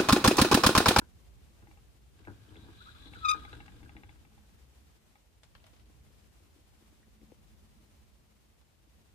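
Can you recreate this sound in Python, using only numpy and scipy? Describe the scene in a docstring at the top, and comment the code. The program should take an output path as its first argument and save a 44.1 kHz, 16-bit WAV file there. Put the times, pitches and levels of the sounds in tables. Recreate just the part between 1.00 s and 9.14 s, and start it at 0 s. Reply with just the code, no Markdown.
"""Hollow knocks and rattles of a plastic wheel: a mouse is running in its cage in a quiet room.
Its feet ring the drum and make it rumble, and the stand hums. The dry axle hisses, chirps and, at top
speed, sticks and slips in one loud squeak. Then the mouse hops down into crunching wood shavings and
patters over a wooden hut. A handheld camera follows with soft thuds, over low rumble and faint hiss."""
import sys
import numpy as np
from scipy import signal
from scipy.fft import rfft, irfft
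from scipy.io import wavfile

SR = 44100
rng = np.random.default_rng(int(sys.argv[2]) if len(sys.argv) > 2 else 0)


def persist_wave(psi):
    """Save psi, clipped to +-1, as 16-bit WAV."""
    counts = np.round(np.clip(psi, -1, 1) * 32767).astype(np.int16)
    wavfile.write(sys.argv[1], SR, np.atleast_2d(counts).T)


N = 358974
T, HZ = np.arange(N) / SR, np.fft.rfftfreq(N, 1 / SR)

# Feet on the wheel. Each row: start in seconds, level in dB, brightness in dB per octave.
FOOTFALLS = [(0.016, -43, 0.5), (0.625, -47, -5), (0.679, -51, -7.5), (1.2, -50.5, -11),
             (1.272, -34.5, -0.5), (1.281, -36.5, -3.5), (1.303, -42, -5), (1.481, -48, -11),
             (1.556, -48, -5), (1.568, -44.5, -2), (1.684, -43.5, -3.5), (2.055, -46, -13),
             (2.165, -46, -7), (2.346, -33, 4), (2.359, -42, -4.5), (2.529, -38.5, 2.5), (2.627, -51, 9),
             (2.95, -44.5, -14)]
# The hollow tone of drum and stand. 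Each row: pitch in Hz, width in Hz, level in dB.
DRUM_MODES = [(102, 22, 2), (130, 16, -1), (200.4, 19, -2), (275, 20.2, 6), (329.4, 31, 6), (401, 51, 5),
              (493, 150, -3), (800, 130, -5), (980, 140, -5.5), (1204, 200, -9.5), (1470, 260, 0.5),
              (1670, 230, -4)]
def knocking():
    """Landing feet ring the plastic drum."""
    return amp(-2) * blows(FOOTFALLS, DRUM_MODES, scrape_s=0.017, scrape_gain=0.96, scrape_hz=220)


# Clicks of the hub. Each row: start in seconds, level in dB, brightness in dB per octave.
HUB_TICKS = [(0.018, -64, -8), (0.623, -55, -11), (0.671, -50, -10), (0.712, -48.5, -11), (0.773, -52, -5),
             (1.189, -60, 4), (1.25, -48, -2), (1.272, -50, 0), (1.556, -47.5, -1), (2.069, -47, 1),
             (2.135, -39.5, 0.5), (2.45, -39, -4.5), (2.529, -40.5, 10), (2.603, -39.5, -8),
             (2.68, -40.5, -10), (2.829, -48.5, -4), (2.893, -42, -2.5), (2.966, -39.5, -2.5),
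             (3.034, -40.5, -3.5), (3.092, -44, -3.5), (3.158, -53, -8), (3.25, -51.5, -10),
             (3.317, -61, -10), (3.378, -52.5, -9), (3.493, -61, -15), (4.155, -50.5, -8)]
# The ring in each click. Each row: pitch in Hz, width in Hz, level in dB.
HUB_MODES = [(812, 31, 8.5), (1270, 55, 0), (1570, 110, -3), (2050, 130, 2), (2270, 70, 3),
             (2670, 170, -1.5), (2900, 160, -7), (3460, 120, -5.5), (3990, 70, -10)]
def rattling():
    """The wheel rattles on its axle and rings the hub."""
    return amp(-1.5) * blows(HUB_TICKS, HUB_MODES, scrape_s=0.0028, scrape_gain=1, scrape_hz=1500)


# Bursts of running. Each row: start and end in seconds, level in dB.
RUNS = [(1.22, 1.36, -62), (1.52, 1.68, -58.5), (2.05, 2.12, -58), (2.37, 2.98, -57)]
# The weight of the drum. Each row: frequency in Hz, gain in dB.
RUMBLE_EQ = [(30, -7.5), (55, 2.5), (78, 0.5), (105, 7), (150, -4), (215, -8), (270, -1), (330, -5.5),
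             (420, -8), (600, -24), (810, -15), (1100, -26.5), (2000, -65.5)]
def rumbling(level_db=-3, lumps_db=3):
    """The drum rumbles unevenly under the running feet."""
    body = colour(rng.standard_normal(N) * amp(lumps_db * waver(13)), RUMBLE_EQ)
    return amp(level_db) * spells(RUNS, rise_db_s=169, fall_db_s=54) * band_unit(body, 86, 482)


# The one squeak. Its row: start and end in seconds, base level in dB.
SQUEAK_SPAN = [(2.251, 2.336, -29)]
# The axle seizes in bursts. Each row: start and end in seconds, opening grip in dB (0 is full stick-slip).
GRIPS = [(2.251, 2.26, -1), (2.286, 2.303, -2), (2.311, 2.316, 0.5), (2.328, 2.338, -17)]
# The pitch sinks as the axle grips, lifts as it pulls free. Each row: time in seconds, pitch in Hz.
SQUEAK_PITCH = [(2.2, 1335), (2.25, 1283), (2.268, 1240), (2.288, 1222), (2.306, 1260), (2.322, 1236),
                (2.335, 1232), (2.355, 1265)]
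# The first grip is dull, the second harsh. Each row: time in seconds, treble edge in Hz.
HARSHNESS = [(2.262, 5200), (2.286, 24000)]
def friction(grip_boost=1.1, loose_grip_db=-13, catch_s=0.01):
    """Loudness, pitch, grip and treble edge of the singing axle: a tighter grip is louder."""
    tight = spells(GRIPS, rise_db_s=2600, fall_db_s=2600, growth_db_s=150)
    loud = spells(SQUEAK_SPAN, rise_db_s=680, fall_db_s=850) * (1 + grip_boost * np.minimum(tight, 1))
    caught = np.clip(1 + (T - GRIPS[0][0]) / catch_s, 0, 1)
    grip = np.hypot(tight, amp(loose_grip_db) * caught)
    return loud, np.interp(T, *np.transpose(SQUEAK_PITCH)), grip, np.interp(T, *np.transpose(HARSHNESS))


# The voice of the squeak. Each row: harmonic number, left and right level in dB.
HARMONICS = [(1, 0.5, -3.5), (2, -15.5, -10.5), (3, -5.5, -15), (4, -14.5, -25), (5, -19, -28),
             (6, -31, -27), (7, -26, -29), (8, -30, -33), (9, -38, -39), (10, -43, -44), (11, -46, -46),
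             (12, -48, -48)]
def squeak(jitter=0.011, wander=0.003, flutter_db=3.9, shimmer_db=0.9):
    """Stick-slip of the axle: a near sine that grows overtones as the grip tightens."""
    loud, hz, grip, edge_hz = friction()
    phase = 2 * np.pi * np.cumsum(hz * (1 + jitter * waver(270) + wander * waver(44))) / SR
    loud = loud * amp(shimmer_db * waver(140))
    out = np.zeros((2, N))
    for k, left_db, right_db in HARMONICS:
        depth = np.log(k) / np.log(4)  # higher harmonics depend more on the grip
        share = (grip * amp(flutter_db * waver(180))) ** depth / (1 + (k * hz / edge_hz) ** 3)
        out += amp([[left_db], [right_db]]) * loud * share * np.sin(k * phase)
    return lag_right(*out)


# The bite of the rasp. Each row: frequency in Hz, gain in dB.
RASP_EQ = [(1500, -31.5), (2450, 26), (3000, -15.5), (3750, 10.5), (4400, -12), (5000, -19.5),
           (7000, -22.5), (10000, -8.5), (15000, -29)]
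def rasp(level_db=-23):
    """Irregular slips hiss while the axle grips hardest."""
    loud, _, grip, edge_hz = friction()
    hiss = np.array([unit(colour(noise, RASP_EQ)) for noise in noise_pair()])
    return amp(level_db) * loud * grip * edge_hz / edge_hz.max() * hiss * amp([[2], [-2]])


# The ring of axle and shell. Each row: pitch in Hz, width in Hz, level in dB.
AXLE_MODES = [(1150, 14, 3), (1240, 18, -13), (1284, 3, -5), (2418, 22, 3), (2525, 28, -6)]
def singing_axle():
    """Axle and shell ring along with the squeak and beat against it."""
    slips = squeak() + rasp()
    return slips + resonate(slips, AXLE_MODES)


# Tiny chirps. Each row: start in seconds, level in dB, length in seconds, first and last pitch in Hz.
CHIRPS = [(1.801, -52.5, 0.028, 1315, 1665), (1.858, -51.5, 0.03, 1287, 1365),
          (1.88, -50, 0.02, 1363, 1680), (1.948, -56.5, 0.024, 1235, 1620),
          (2.153, -47.5, 0.012, 1450, 1525), (2.157, -53.5, 0.038, 1330, 1330),
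          (2.477, -50, 0.0092, 1490, 1550), (2.552, -64, 0.0084, 1510, 1560),
          (2.859, -53, 0.0068, 1540, 1570)]
def chirping(level_db=1.5, jitter=0.018):
    """Short slips of the axle, most of them gliding upward."""
    out, wobble = np.zeros(N), 1 + jitter * waver(250)
    for start, db, length, first_hz, last_hz in CHIRPS:
        progress = np.linspace(0, 1, round(length * SR))
        glide_hz = first_hz + (last_hz - first_hz) * progress ** 2
        hz = glide_hz * wobble[round(start * SR):][:len(progress)]
        add(out, start, amp(db) * np.sin(np.pi * progress) * np.sin(2 * np.pi * np.cumsum(hz) / SR))
    return amp(level_db) * out


def wheel_speed(push_s=1.194, push_rise_s=0.076, fastest_s=2.336):
    """The wheel is pushed off, gathers speed up to 1, then coasts to rest."""
    pushed = np.clip(1 + (T - push_s) / push_rise_s, 0, 1)
    return pushed * spells([(fastest_s, fastest_s, 0)], rise_db_s=11, fall_db_s=19)


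# The dry hiss of the axle. Each row: frequency in Hz, left and right gain in dB.
RUB_EQ = [(600, -11.5, -9), (1070, -5.5, -8.5), (1220, 1, -1), (1350, -3, -8.5), (1480, -4, -3),
          (1620, -2, 8), (1820, -10, -17.5), (2450, -8, -4), (2610, -6, -10), (3180, -6.5, -10),
          (3450, -4, -15), (3860, -5, -15), (4170, -11, -17.5), (4950, -10, -15), (5430, -19.5, -20.5),
          (8580, -19.5, -19), (15000, -32.5, -36.5)]
def rubbing(level_db=-58.5, grain_db=3):
    """The axle rubs in fine grains, louder with speed; the drum scatters them unequally to each side."""
    grains, eq = amp(grain_db * waver(83)), np.array(RUB_EQ)
    left, right = (colour(rng.standard_normal(N) * grains, eq[:, [0, side]]) for side in (1, 2))
    return amp(level_db) * wheel_speed() * np.array([left, right]) / np.std(left)


# The axle scrapes harder. Each row: start and end in seconds, level in dB.
SCRAPES = [(1.58, 1.64, -69), (1.785, 1.9, -60.5), (1.98, 2.4, -61)]
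# The thin ring of the spindle. Each row: pitch in Hz, width in Hz, level in dB.
SPINDLE_MODES = [(3420, 140, -7.5), (3580, 120, -1.5), (3873, 63, 4), (3960, 120, -9)]
def scraping(grain_db=2, swell_db=2, side_db=4.5):
    """Gritty slips ring the spindle: a focused, ringing hiss."""
    band = signal.butter(2, [3200, 4300], "bandpass", fs=SR, output="sos")
    grit = rng.standard_normal((2, N)) * amp(grain_db * waver(90) - swell_db * waver(15))
    ring = resonate(signal.sosfilt(band, grit), SPINDLE_MODES) * amp([[side_db], [-side_db]])
    return unit(ring) * spells(SCRAPES, rise_db_s=202, fall_db_s=67)


# The stand hums under load. Each row: start and end in seconds, level in dB, pitch in Hz.
DRONES = [(1.297, 1.378, -62, 101.6), (1.572, 1.76, -59.5, 98), (2.025, 2.4, -60.5, 67.7),
          (2.527, 2.62, -59.5, 78), (2.773, 2.917, -59.5, 71.3), (2.984, 3.2, -62, 73.5),
          (3.604, 3.84, -61, 67.9)]
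def droning(wander=0.062, lumps_db=2.5, overtone_db=-11):
    """The turning wheel shakes its stand: a low, unsteady hum."""
    out, wobble, lumps = np.zeros(N), 1 + wander * waver(25), amp(lumps_db * waver(22))
    overtone = amp(overtone_db) * waver(30)
    for start, end, db, hz in DRONES:
        phase = 2 * np.pi * np.cumsum(hz * wobble) / SR
        hum = unit((np.sin(phase) + overtone * np.sin(2 * phase)) * lumps)
        out += hum * spells([(start, end, db)], rise_db_s=350, fall_db_s=129.5)
    return out


# Steps in the bedding. Each row: start in seconds, level in dB, decay in seconds, treble edge in Hz.
CRUNCHES = [(4.433, -43.5, 0.0053, 9100), (4.551, -40, 0.0026, 4400), (4.641, -47.5, 0.0044, 5030),
            (4.66, -56, .006, 12000), (4.666, -50.5, 0.005, 11000), (4.733, -56, 0.0066, 7000),
            (4.763, -53.5, 0.0053, 8000), (4.796, -57, 0.006, 6000), (4.858, -59, .004, 7000),
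            (5.807, -63, .006, 14000), (5.824, -57, 0.0035, 3500), (7.613, -56, 0.0044, 5050)]
# The crispness of wood shavings. Each row: frequency in Hz, gain in dB.
SHAVINGS_EQ = [(250, -18), (700, 2.5), (1600, -3.5), (2300, -3), (3600, -3), (5000, -5.5), (8000, -11.5),
               (15000, -6.5)]
def shavings(grain_db=2, level_db=-8, settle_db=-17, settle_s=0.068):
    """Each crunch is a quickly fading clump of tiny snaps; the flakes settle after it."""
    out, t = np.zeros((2, N)), T[:SR // 3]
    grains = amp(grain_db * waver(1200))
    for side, noise in zip(out, noise_pair()):
        snaps = unit(colour(noise * grains, SHAVINGS_EQ))
        for start, db, decay, edge_hz in CRUNCHES:
            pressure = np.exp(-t / decay) + amp(settle_db) * np.exp(-t / settle_s)
            crunch = pressure * snaps[round(start * SR):][:len(t)]
            muffle = signal.butter(4, edge_hz, fs=SR, output="sos")
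            add(side, start, amp(db + level_db) * signal.sosfilt(muffle, crunch))
    return out


# One snap. Its row: start in seconds, level in dB, brightness in dB per octave.
SNAP = [(4.552, -49.5, -0.5)]
# The woody ring of the flake. Each row: pitch in Hz, width in Hz, level in dB.
FLAKE_MODES = [(770, 130, 5.5), (1080, 240, -0.5), (1640, 140, -2.5), (4170, 120, -9)]
def flake_snap():
    """A stiff flake snaps under the landing mouse."""
    return blows(SNAP, FLAKE_MODES, scrape_s=0.0024, scrape_gain=0.94, scrape_hz=600)


# Claws on plastic and wood. Each row: start in seconds, level in dB, pitch in Hz.
SCRATCHES = [(1.49, -57, 3040), (1.566, -51, 3430), (3.11, -64, 3300), (4.6, -62, 2960), (5.242, -66, 1700),
             (6.028, -61.5, 1830), (6.912, -67, 3930)]
def scratching(rise_s=0.0015, band_ratio=1.116):
    """A claw skids for a few milliseconds: a gritty burst around one pitch."""
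    out, t = np.zeros(N), T[:SR // 20]
    for start, db, hz in SCRATCHES:
        band = signal.butter(2, [hz / band_ratio, hz * band_ratio], "bandpass", fs=SR, output="sos")
        burst = signal.sosfilt(band, rng.standard_normal(len(t)) * t * np.exp(-t / rise_s))
        add(out, start, amp(db) * burst / abs(burst).max())
    return out


# Light shuffling. Each row: start and end in seconds, level in dB.
SHUFFLES = [(3.2, 3.75, -75), (4.65, 5.0, -80), (5.85, 6.1, -75), (6.18, 6.32, -69.5), (6.65, 6.82, -71),
            (7.9, 8.1, -84)]
# The boxy tone of the wooden hut. Each row: pitch in Hz, width in Hz, level in dB.
HUT_MODES = [(171.7, 15, -3.5), (218.1, 5.7, 7.5), (289, 31, -16.5)]
def pattering(touches_per_s=110):
    """Many tiny paw contacts merge into a low, hollow patter."""
    touches = (rng.random(N) < touches_per_s / SR) * rng.standard_normal(N)
    patter = signal.oaconvolve(touches, ringing(HUT_MODES, tilt_db=0))[:N]
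    return unit(patter) * spells(SHUFFLES, rise_db_s=73, fall_db_s=21)


# Soft thuds. Each row: start in seconds, level in dB, brightness in dB per octave.
BUMPS = [(4.731, -54, -2), (4.898, -56.5, -1), (5.013, -61.5, 4.5), (5.065, -59, 7.5), (5.102, -58.5, 0),
         (5.405, -63, -2), (5.422, -60, -10), (5.56, -57.5, -6), (5.585, -57.5, -7), (5.821, -58, -9),
         (5.925, -58, 3), (5.998, -58, -5), (6.078, -59, 0), (6.215, -54.5, 3), (6.229, -53.5, -9),
         (6.319, -45.5, 2), (6.8, -64, -9), (6.828, -62, -7), (7.014, -66, -5), (7.873, -60, -5.5)]
# The dull tone of the casing. Each row: pitch in Hz, width in Hz, level in dB.
CASING_MODES = [(297, 77, 1), (356, 103, -2.5), (497, 63, -7.5), (860, 98, -22), (2210, 410, -30.5)]
def handling():
    """The camera's casing thuds, mostly on the left, as it follows the scurrying mouse."""
    return blows(BUMPS, CASING_MODES, scrape_s=0.004, scrape_gain=0.7, scrape_hz=400) * amp([[3], [-7]])


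# The wheel's panning. Each row: frequency in Hz, left minus right in dB.
WHEEL_PAN = [(60, 6), (200, 2.5), (380, 8), (690, 0), (1280, 1), (1500, 0), (2360, 11), (3000, -8),
             (3600, 5.5), (8000, 1)]
def from_wheel(x):
    """The wheel stands to the left, so that side is mostly louder."""
    return lag_right(*pan(x, WHEEL_PAN))


# The lag of the right side. Each row: frequency in Hz, phase in radians.
RIGHT_LAG = [(20, 0), (800, .8), (1100, 1.2), (1220, 2.2), (1600, 2.2), (2050, 3.3), (2500, 5.2),
             (2900, 6.8), (3750, 7.6), (5000, 8), (15000, 21)]
def lag_right(left, right):
    """The wheel's sound reaches the right microphone later."""
    return np.array([left, irfft(rfft(right) * np.exp(-1j * curve(RIGHT_LAG)), N)])


# The squeak's slap off the cage walls. Each row: frequency in Hz, gain in dB.
WALL_EQ = [(1250, -12), (2450, -5), (3750, -8), (9000, -3)]
# The dark tail of the soft room. 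Each row: frequency in Hz, gain in dB.
ROOM_ECHO_EQ = [(200, -15), (1300, -16.5), (2500, -25.5), (5000, -31), (15000, -40)]
def reflections(activity, squeal):
    """The close cage walls answer at once; the room rings longer and swallows the treble."""
    cage = amp(-7) * echoes(activity, t60=0.09, first_s=0.0021)
    slap = colour(echoes(squeal, t60=0.017, first_s=0.002), WALL_EQ)
    room = colour(echoes(activity + squeal, t60=0.54, first_s=0.0083), ROOM_ECHO_EQ)
    return cage + slap + room


# Mouse and camera stir. Each row: start and end in seconds, lift in dB.
STIRS = [(0, 0.7, 1), (1.25, 3.9, 0.5), (4.55, 6.85, 0.5), (7.45, 7.48, -2.5), (7.9, 7.92, -1)]
# The room's low bed and its airy top. Each row: frequency in Hz, gain in dB.
ROOM_RUMBLE_EQ = [(15, -27), (25, -26.5), (40, -8), (55, 3.5), (70, 0), (100, -5.5), (150, -12),
                  (250, -19.5), (400, -24), (700, -35.5), (1500, -68.5)]
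ROOM_HISS_EQ = [(60, -14), (300, -5.5), (500, -9.5), (800, -10.5), (1500, -14.5), (3000, -15), (5000, -18),
                (8000, -19.5), (12000, -22.5), (15300, -25.5)]
# The room's panning. Each row: frequency in Hz, left minus right in dB.
ROOM_PAN = [(30, 5.5), (70, -3.5), (150, 2.5), (380, 5), (940, 3.5), (2360, 2.5), (5910, 0), (14800, -1)]
def background(swell_db=3, flicker_db=1, ease_db_s=0.66):
    """Low rumble under a faint, slightly restless hiss; both sink when nothing moves."""
    stir = spells(STIRS, rise_db_s=57, fall_db_s=6.5)
    low_gain = np.hypot(amp(-68), stir * amp(-62 - ease_db_s * T))  # still floor plus movement
    high_gain = np.hypot(amp(-77), stir * amp(-73))
    rumble = band_unit(colour(noise_pair(), ROOM_RUMBLE_EQ), 30, 140) * amp(swell_db * waver(0.7))
    hiss = band_unit(colour(noise_pair(), ROOM_HISS_EQ), 1450, 12200) * amp(flicker_db * waver(20))
    return pan(low_gain * rumble + high_gain * hiss, ROOM_PAN)


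# The stereo width of noise. Each row: frequency in Hz, left-right likeness (1 is mono).
LIKENESS = [(25, 0.44), (60, 0.37), (150, 0.5), (380, 0.23), (1000, 0.024), (15000, .02)]
def noise_pair():
    """Noise at the two microphones, most alike in the bass."""
    a, b = rfft(rng.standard_normal((2, N)))
    same = curve(LIKENESS)
    shared, apart = np.sqrt(1 + same) * a, np.sqrt(1 - same) * b
    return unit(irfft(np.array([shared + apart, shared - apart]), N))


def blows(rows, modes, scrape_s, scrape_gain, scrape_hz):
    """Each blow is a push that rings all the modes, and a short scrape that rings the higher ones."""
    out, t = np.zeros(N), T[:SR // 5]
    thin = signal.butter(2, scrape_hz, "highpass", fs=SR, output="sos")
    for start, peak_db, tilt_db in rows:
        scrape = rng.standard_normal(len(t)) * np.exp(-t / scrape_s)
        contact = signal.sosfilt(thin, scrape * scrape_gain / np.linalg.norm(scrape))
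        contact[0] += 1  # the push
        hit = signal.fftconvolve(contact, ringing(modes, tilt_db))[:len(t)]
        add(out, start, amp(peak_db) * hit / abs(hit).max())
    return out


def ringing(modes, tilt_db, spread_db=1.5):
    """Damped modes after one push; the place of contact changes their shares a little."""
    t = T[:SR // 5]
    hz, width, db = np.transpose(modes)[:, :, None]
    brightness_db = np.clip(tilt_db, -6, 9) * np.log2(hz / 1000)  # a limited tilt per octave
    share = amp(db + brightness_db + spread_db * rng.standard_normal(hz.shape))
    sign = (-1) ** np.arange(len(hz))[:, None]
    return (sign * width * share * np.exp(-np.pi * width * t) * np.sin(2 * np.pi * hz * t)).sum(0)


def resonate(x, modes):
    """A sound drives narrow modes that ring on after it."""
    out = np.zeros_like(x)
    for hz, width, db in modes:
        radius = np.exp(-np.pi * width / SR)
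        pole = radius * np.exp(2j * np.pi * hz / SR)
        out += amp(db) * 2 * signal.lfilter([1 - radius], [1, -pole], x + 1e-18).real
    return out


def echoes(x, t60, first_s):
    """Sparse reflections, different on each side, that fall 60 dB in t60 seconds."""
    t = T[:SR // 2]
    taps = rng.choice([-1, 1], (2, len(t))) * (rng.random((2, len(t))) < 3000 / SR)
    taps = taps * amp(-60 * t / t60) * (t > first_s)
    return signal.fftconvolve(x, taps / np.linalg.norm(taps, axis=1, keepdims=True), axes=1)[:, :N]


def spells(rows, rise_db_s, fall_db_s, growth_db_s=0):
    """Each spell fades in up to its start, holds or grows until its end, and dies away, in dB a second."""
    gains = [amp(db + growth_db_s * (np.clip(T, start, end) - start)
                 - rise_db_s * np.maximum(start - T, 0) - fall_db_s * np.maximum(T - end, 0))
             for start, end, db in rows]
    return np.max(gains, axis=0)


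def waver(rate_hz):
    """Smooth random motion of rms 1, up to the given rate."""
    return unit(irfft(rfft(rng.standard_normal(N)) / (1 + (HZ / rate_hz) ** 4), N))


def curve(points):
    """Interpolates a table over log frequency, at every bin."""
    hz, value = np.transpose(points)
    return np.interp(np.log(HZ + 1), np.log(hz + 1), value)


def colour(x, points):
    """Filters by an EQ curve in dB."""
    return irfft(rfft(x) * amp(curve(points)), N)


def pan(x, points):
    """Leans each frequency to the left or right."""
    side_db = curve(points) / 2
    return irfft(rfft(x) * amp([side_db, -side_db]), N)


def amp(db):
    """Decibels to gain."""
    return 10 ** (np.asarray(db) / 20)


def unit(x):
    """Scales to rms 1."""
    return x / np.sqrt(np.mean(x ** 2) + 1e-20)


def band_unit(x, low_hz, high_hz):
    """Scales so that one band has rms 1."""
    return x / np.std(irfft(rfft(x) * ((HZ > low_hz) & (HZ < high_hz)), N))


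def add(mix, start_s, sound):
    """Mixes a sound in at its start time."""
    part = mix[max(round(start_s * SR), 0):][:len(sound)]
    part += sound[:len(part)]


def scene():
    """Wheel, shavings and hut, with the cage walls close by and the room beyond."""
    wheel = from_wheel(rattling() + knocking() + rumbling() + chirping()) + rubbing() + scraping()
    bedding = (shavings() + flake_snap()) * amp([[1], [-1]])
    activity = wheel + bedding + scratching() + pattering()
    thuds = handling()
    squeal = singing_axle()
    return activity + squeal + reflections(activity, squeal) + droning() + thuds + background()


def record(dry):
    """A steep low-pass trims the treble above 15450 Hz."""
    lowpass = signal.firwin(601, 15450, window=("kaiser", 8), fs=SR)
    return signal.oaconvolve(dry, lowpass[None], "same")


dry = scene()
out = record(dry)
persist_wave(out)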